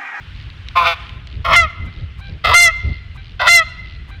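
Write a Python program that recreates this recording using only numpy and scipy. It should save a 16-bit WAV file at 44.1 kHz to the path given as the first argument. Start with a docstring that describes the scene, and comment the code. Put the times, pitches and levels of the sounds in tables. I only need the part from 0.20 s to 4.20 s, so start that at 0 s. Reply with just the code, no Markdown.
"""A goose on its nest honks four times close to a small outdoor microphone: throat pulses make a growl,
and the last three honks break into a clear tone, a stack of sines, that sags in pitch.
Trunks and sheds echo it as delayed copies and a dying tail; a far goose answers, hoarse and then clear.
Shaped noise makes the wind buffeting the microphone and the rustle of the bare trees' twigs;
short noise bursts make the twig ticks and the trills of something small."""
import sys
import numpy as np
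from scipy import signal
from scipy.io import wavfile
from scipy.ndimage import uniform_filter1d

SR = 44100
rng = np.random.default_rng(int(sys.argv[2]) if len(sys.argv) > 2 else 0)


def decibels_to_gain(level_db):
    """Convert a level in decibels to a linear amplitude gain (20 dB per decade)."""
    exponent = np.asarray(level_db, float) / 20
    return 10 ** exponent


def bounce(signal):
    """Save signal as a 16-bit WAV file at the path given by the first command-line argument."""
    frames = np.transpose(np.atleast_2d(signal))
    limited = np.clip(frames, -1, 1)
    pcm = np.round(limited * 32767).astype(np.int16)
    wavfile.write(sys.argv[1], SR, pcm)


N = 176400  # samples, 4 s


def evened(x):
    """Scale a signal to an rms of 1."""
    return x / np.sqrt(np.mean(x ** 2) + 1e-20)


def read(points, hz):
    """Read a curve of (frequency, value) points along a logarithmic frequency scale."""
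    f, value = np.transpose(points)
    return np.interp(np.log(hz + 1), np.log(f + 1), value)


def columns(rows):
    """Start time and each column of a curve, sample by sample."""
    rows = np.array(rows)
    t = np.arange(rows[0, 0], rows[-1, 0], 1 / SR)
    return rows[0, 0], [np.interp(t, rows[:, 0], c) for c in rows.T[1:]]


def fade(n, rise_s, fall_s):
    """Straight fade in and out."""
    t = np.arange(n) / SR
    return np.minimum(np.minimum(t / rise_s, t[::-1] / fall_s), 1)


def add(mix, start_s, sound):
    """Lay a sound into the mix, cut off at the end of the mix."""
    part = mix[round(start_s * SR):][:len(sound)]
    part += sound[:len(part)]


def band(x, order, low_hz, high_hz):
    """Keep what lies between two frequencies."""
    return signal.lfilter(*signal.butter(order, [low_hz, high_hz], "band", fs=SR), x)


def resonate(x, hz, width_hz):
    """Two-pole resonance of gain 1."""
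    return signal.lfilter(*signal.iirpeak(hz, hz / width_hz, SR), x)


def drifting(n, span):
    """Slow random drift: noise averaged over a span of samples, with an rms of 1."""
    return evened(uniform_filter1d(rng.standard_normal(n), span))


def noise(size, colour, level_db, lift, patchy_db, span):
    """Random short-time spectra under a colour, a level and drifting patches."""
    hop = size // 4
    hz = np.fft.rfftfreq(size, 1 / SR)
    frames = N // hop + 5
    real, imaginary, patches = rng.standard_normal((frames, len(hz), 3)).T
    # Neighbouring frequencies and frames share a patch.
    patches = evened(uniform_filter1d(uniform_filter1d(patches, span, 0), 5, 1))
    level = level_db[np.clip(np.arange(frames) * hop, 0, N - 1)]
    # lift gives the extra dB at each frequency for each dB of level above the average
    field_db = read(colour, hz)[:, None] + patchy_db * patches
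    field_db = field_db + lift(hz)[:, None] * (level - level.mean())
    spectra = (real + 1j * imaginary) * decibels_to_gain(field_db)
    sound = signal.istft(spectra, nperseg=size, noverlap=size - hop)[1][:N]
    return decibels_to_gain(level_db) * evened(sound)


def wind():
    """Lumpy bass buffeting on the microphone that reaches higher in the gusts."""
    # wind spectrum: hz, density (dB per Hz)
    wind_colour = [(20, -56.5), (50, 8.5), (108, -2.5), (204, -19), (700, -37.5), (4000, -100)]
    # gusts: middle_s, level_db
    gusts = [(.63, -29.5), (0.974, -32), (1.18, -26), (1.325, -22), (1.441, -26), (1.643, -23),
             (1.809, -26.5), (2.129, -24), (2.297, -24), (2.687, -19)]
    steady_db, gust_s = -33, 0.088
    t = np.arange(N) / SR
    power = decibels_to_gain(2 * steady_db)
    for middle_s, db in gusts:
        power = power + decibels_to_gain(2 * db) * np.exp(-(2 * (t - middle_s) / gust_s) ** 4)
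    # Above 170 Hz each dB of wind brings 0.27 dB more than in the bass.
    lift = lambda hz: 0.27 * (hz > 170)
    return noise(2048, wind_colour, 10 * np.log10(power), lift, patchy_db=2.0, span=3)


def twigs():
    """Dry rustle of leaves and twigs as patchy noise, and single ticks as fast-dying noise bursts."""
    # rustle loudness: time_s, level_db
    rustle = [(0, -43.5), (.4, -45.5), (.8, -39), (1.001, -48.5), (4, -49.5)]
    # rustle spectrum: hz, density (dB per Hz)
    rustle_colour = [(300, -23.5), (1400, -3.5), (3000, -0.5), (4200, -10), (7000, -31), (16000, -46.5)]
    # twig ticks: start_s, peak_db
    ticks = [(0.3016, -27), (0.4855, -18), (.868, -25), (0.8936, -22), (1.072, -27)]
    tick_hz, tick_t60_s = 2900, .008
    level_db = np.interp(np.arange(N) / SR, *np.transpose(rustle))
    out = noise(512, rustle_colour, level_db, np.zeros_like, patchy_db=1.8, span=6)
    t = np.arange(400) / SR
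    for start_s, peak_db in ticks:
        burst = decibels_to_gain(-60 * t / tick_t60_s) * rng.standard_normal(len(t))
        snap = band(burst, 3, tick_hz / np.sqrt(2), tick_hz * np.sqrt(2))  # one octave
        add(out, start_s, decibels_to_gain(peak_db) * snap / abs(snap).max())
    return out


def small_animals():
    """Dry trills, perhaps a small frog: uneven clicks of filtered noise that swell and fade."""
    # trills: start_s, length_s
    trills = [(0.124, 0.16), (1.065, 0.14), (1.702, 0.15), (2.032, 0.13), (2.58, 0.24), (3.006, 0.15),
              (3.622, 0.18)]
    clicks_per_s, level_db = 78, -47
    out = np.zeros(N)
    for start_s, length_s in trills:
        t = np.arange(0, length_s, 1 / SR)
        air, size = rng.standard_normal((2, len(t)))
        turns = np.cumsum(clicks_per_s * (1 + .08 * drifting(len(t), 600))) / SR
        click_size = decibels_to_gain(2 * size[turns.astype(int)])  # one random size for each click
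        clicks = air * np.exp(-(turns % 1) / .1) * click_size
        trill = evened(band(clicks, 4, 2300, 4500))
        add(out, start_s, decibels_to_gain(level_db) * fade(len(t), 0.038, 0.079) * trill)
    return out


def throat(drive, resonances):
    """Each throat resonance, two filters in a row, rings side by side with alternating sign."""
    total = 0
    for k, (hz, width_hz, db) in enumerate(resonances):
        ringing = resonate(resonate(drive, hz, 2 * width_hz), hz, 2 * width_hz)
        total = total + (-1) ** k * decibels_to_gain(db) * evened(ringing)
    return evened(total)


def growl(rows, throb, beak_hz):
    """Pulses with a puff of air each ring the throat; roughness unsettles their timing and size."""
    # the single throat resonance near 1 kHz: hz, width_hz, level_db
    one_khz_throat = (1002, 89, 0)
    # the pair of throat resonances either side of it, 663 and 1310 Hz: hz, width_hz, level_db
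    pair_throat = [(663, 138, -4.5), (1310, 116, 1)]
    # upper throat resonances: hz, width_hz, level_db
    upper_throat = [(1827, 350, -8), (2580, 120, -7.5), (3358, 377, -5), (4990, 1100, -15.5)]
    jitter, rasp, uneven_db = .15, 1.6, 6  # at full roughness
    smear_s = 0.0077  # time in which the windpipe echoes fall by 20 dB
    start_s, (hz, level_db, one_khz_db, upper_db, rough) = columns(rows)
    n = len(hz)
    rough = np.clip(rough, 0, 1)
    air, size = rng.standard_normal((2, n))

    turns = np.cumsum(hz * (1 + jitter * rough * drifting(n, 200))) / SR
    count = np.floor(turns)
    every, weaker_db = throb
    pulse_db = uneven_db * rough * size + weaker_db * (count % every == 0)
    pulses = np.diff(count, prepend=-1) * decibels_to_gain(pulse_db)
    puffs = evened(np.exp(-(turns % 1) / 0.42) * air)
    drive = evened(pulses / np.sqrt(hz)) + rasp * rough * puffs
    # Each pulse also lets off a short burst of bright noise.
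    bursts = air * signal.lfilter([1], [1, -.985], pulses ** 2)
    snaps = evened(signal.lfilter(*signal.butter(2, 5500, "high", fs=SR), bursts))

    # Echoes in the long windpipe spread each pulse.
    t = np.arange(800) / SR
    windpipe = size[:len(t)] * np.sqrt(t) * decibels_to_gain(-20 * t / smear_s)
    drive = signal.fftconvolve(drive, windpipe)[:n]

    one_khz, upper = decibels_to_gain(one_khz_db), decibels_to_gain(upper_db)
    pair = np.sqrt(np.clip(1 - one_khz ** 2 - upper ** 2, .05, 1))  # the remaining power, at least 0.05
    sound = one_khz * throat(drive, [one_khz_throat]) + pair * throat(drive, pair_throat)
    sound = sound + upper * throat(drive, [(beak_hz, 130, 0)] + upper_throat)
    sound = band(sound, 3, 450, 5500) + decibels_to_gain(-30) * np.sqrt(upper) * snaps
    return start_s, sound * decibels_to_gain(level_db) * fade(n, 0.0083, 0.016)


def near_goose():
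    """Four growls of the near goose, the last three breaking into clear tones."""
    # growls, a curve for each honk: time_s, pulses_per_s, level_db, one_khz_resonance_db,
    # upper_resonances_db, roughness (0-1)
    growls = [
        [(.552, 165, -20.5, -10, -7.5, 0.39), (.575, 175, -11, -1, -6, 0.01),
         (.63, 172, -14.5, -2.5, -10.5, 0.24), (.655, 164, -14.5, -5.5, -5, 0.56),
         (.675, 171, -9.5, -44.5, -3, 0), (.752, 161, -22, 4, -4.5, 0.13)],
        [(1.243, 165, -20, -11, -3, 0.41), (1.29, 176, -14, -5, -10, 0.29), (1.365, 147, -7, -10.5, 2.5, 0.49)],
        [(2.238, 123, -12, -50.5, -2.5, 0.19), (2.325, 168, -12.5, 1, -4.5, .2),
         (2.36, 207, -8.5, -29.5, 0.5, 0.73)],
        [(3.193, 132, -14, -12.5, -3, 0.48), (3.255, 204, -14, -3, -7.5, 0.18),
         (3.298, 224, -5.5, -32, 3, 0.52)],
    ]
    # for each growl, one pulse in so many is weaker: count (pulses), change_db
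    throbs = [(1, 0), (2, -3), (3, -6), (2, -5)]
    # for each growl, the strongest upper resonance: pitch_hz
    beaks = [2368, 2066, 2040, 2032]
    # clear tones, a curve for each: time_s, pitch_hz, third_partial_db, second_partial_db, sixth_partial_db
    tones = [
        [(1.34, 719, -34, -32.5, -48), (1.364, 693, -7, -11, -21), (1.404, 682.4, -8, -19.5, -29.5),
         (1.425, 661.4, -26.5, -15, -33), (1.47, 603, -29, -19, -48.5)],
        [(2.338, 696, -19.5, -18, -21), (2.355, 695.5, -5.5, -9.5, -20), (2.41, 695.3, -8.5, -24, -19.5),
         (2.445, 692.3, -7.5, -29.5, -19), (2.482, 661.2, -9.5, -20, -26.5), (2.515, 640, -28, -17.5, -107.5)],
        [(3.272, 677.6, -13.5, -7, -26), (3.3, 689, -9, -18, -21), (3.362, 689.5, -6.5, -31.5, -19),
         (3.398, 659.7, -10, -18, -26), (3.44, 626, -33, -18.5, -97.5)],
    ]
    out = np.zeros(N)
    for rows, throb, beak_hz in zip(growls, throbs, beaks):
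        add(out, *growl(rows, throb, beak_hz))
    for rows in tones:
        add(out, *tone(rows))
    return out


def woods(x):
    """Trunks and sheds: a few single echoes and a scattered tail that dies band by band."""
    # dying away of the tail: hz, t60_s (time to fall by 60 dB)
    echo = [(700, 0.95), (2100, 1.2), (4000, 1.33), (8000, 0.028)]
    # single echoes: delay_s, level_db
    walls = [(.135, -31), (.235, -42)]
    tail_db, tail_start_s = -27, .03
    taps = np.zeros(SR)
    at = np.arange(round(tail_start_s * SR), SR - 20, 20)
    taps[at + rng.integers(0, 20, len(at))] = rng.choice([-1., 1.], len(at))
    hz, t, spectra = signal.stft(taps, SR, nperseg=256)
    dying = decibels_to_gain(-60 * t / read(echo, hz)[:, None])
    tail = signal.istft(spectra * dying, SR, nperseg=256)[1]
    tail = decibels_to_gain(tail_db) * tail / np.linalg.norm(tail)
    for delay_s, db in walls:
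        tail[round(delay_s * SR)] += decibels_to_gain(db)
    echoes = signal.fftconvolve(x, tail)[:N]
    return signal.lfilter(*signal.butter(2, 4500, fs=SR), echoes)  # duller than the direct sound


def tone(rows):
    """A steady fold vibration as a stack of partials; the higher ones fade more as effort drops."""
    # partials 4-19 against their guiding level: level_db
    upper_db = [-2.5, -5.5, -1, -8.5, -4, -2, -8, -9.5, -6, -10.5, -11.5, -17, -65, -31, -12, -15]
    first_db = -25.5  # the weak first partial, where the tone is loudest
    waver, flutter_db = .003, 3.5  # share of the pitch, swelling of each upper partial
    start_s, (hz, third_db, second_db, sixth_db) = columns(rows)
    n = len(hz)
    phase = 2 * np.pi * np.cumsum(hz * (1 + waver * drifting(n, 300))) / SR
    loud_db = np.maximum(third_db, second_db)
    sound = decibels_to_gain(first_db + 0.4 * (loud_db - loud_db.max())) * np.sin(phase)
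    sound += decibels_to_gain(second_db) * np.cos(2 * phase)
    sound += decibels_to_gain(third_db) * np.sin(3 * phase)
    for k, db in enumerate(upper_db, 4):
        # Partials 4 and 5 follow the louder of the second and third, the others follow the sixth.
        if k < 6:
            lead_db = loud_db - 12.0
        else:
            lead_db = sixth_db + 0.17 * (k - 6) * (sixth_db + 18)
        flutter = flutter_db * drifting(n, 500)  # each swells and dips on its own
        sound += decibels_to_gain(db + lead_db + flutter) * np.sin(k * phase + 2 * np.pi * rng.random())
    return start_s, np.sqrt(2) * sound * fade(n, 0.0047, 0.021)


def far_call(start_s, length_s, level_db):
    """A short hoarse growl that climbs and breaks into an unsteady tone."""
    # the first five partials: level_db before the level of the call
    partials_db = [4.4, 12.8, 12, 0.5, 8.2]
    tone_hz = 787
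    t = np.arange(0, length_s, 1 / SR)
    clear = np.clip((t - .03) / 0.0092, 0, 1)  # 0 is hoarse, 1 is clear
    hz = tone_hz * (1 - .15 * (1 - clear) + .02 * drifting(len(t), 200))
    phase = 2 * np.pi * np.cumsum(hz) / SR
    air = rng.standard_normal(len(t))
    rasp = evened(resonate(air * (1 + np.cos(phase / 4)), 1110, 240))
    voice = sum(decibels_to_gain(db) * np.sin(k * phase) for k, db in enumerate(partials_db, 1))
    sound = clear * voice + 4 * (1 - clear) * rasp
    return start_s, decibels_to_gain(level_db) * fade(len(t), 0.021, 0.035) * sound


def far_goose():
    """The answers of the far goose."""
    # far calls: start_s, length_s, level_db
    calls = [(1.637, 0.081, -58), (1.973, 0.15, -55.5), (2.937, 0.093, -56.5), (3.874, 0.11, -56.5)]
    out = np.zeros(N)
    for call in calls:
        add(out, *far_call(*call))
    return out


def scene():
    """Add up both geese, their echoes, wind, twigs and trills, the same in both channels."""
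    goose, far = near_goose(), far_goose()
    echoes = woods(goose + 2 * far)  # the far goose reaches the woods at double strength
    mix = goose + far + echoes + wind() + twigs() + small_animals()
    return np.tile(mix, (2, 1))


def band_limit(x):
    """A steep low-pass at the top of the band."""
    return signal.sosfilt(signal.butter(12, 16340, fs=SR, output="sos"), x)


def record(dry):
    """The small microphone's amplifier rounds off the loudest peaks."""
    knee = .85  # the highest level it can reach
    rounded = dry / (1 + abs(dry / knee) ** 6) ** (1 / 6)
    return band_limit(rounded)


dry = scene()
out = record(dry)
bounce(out)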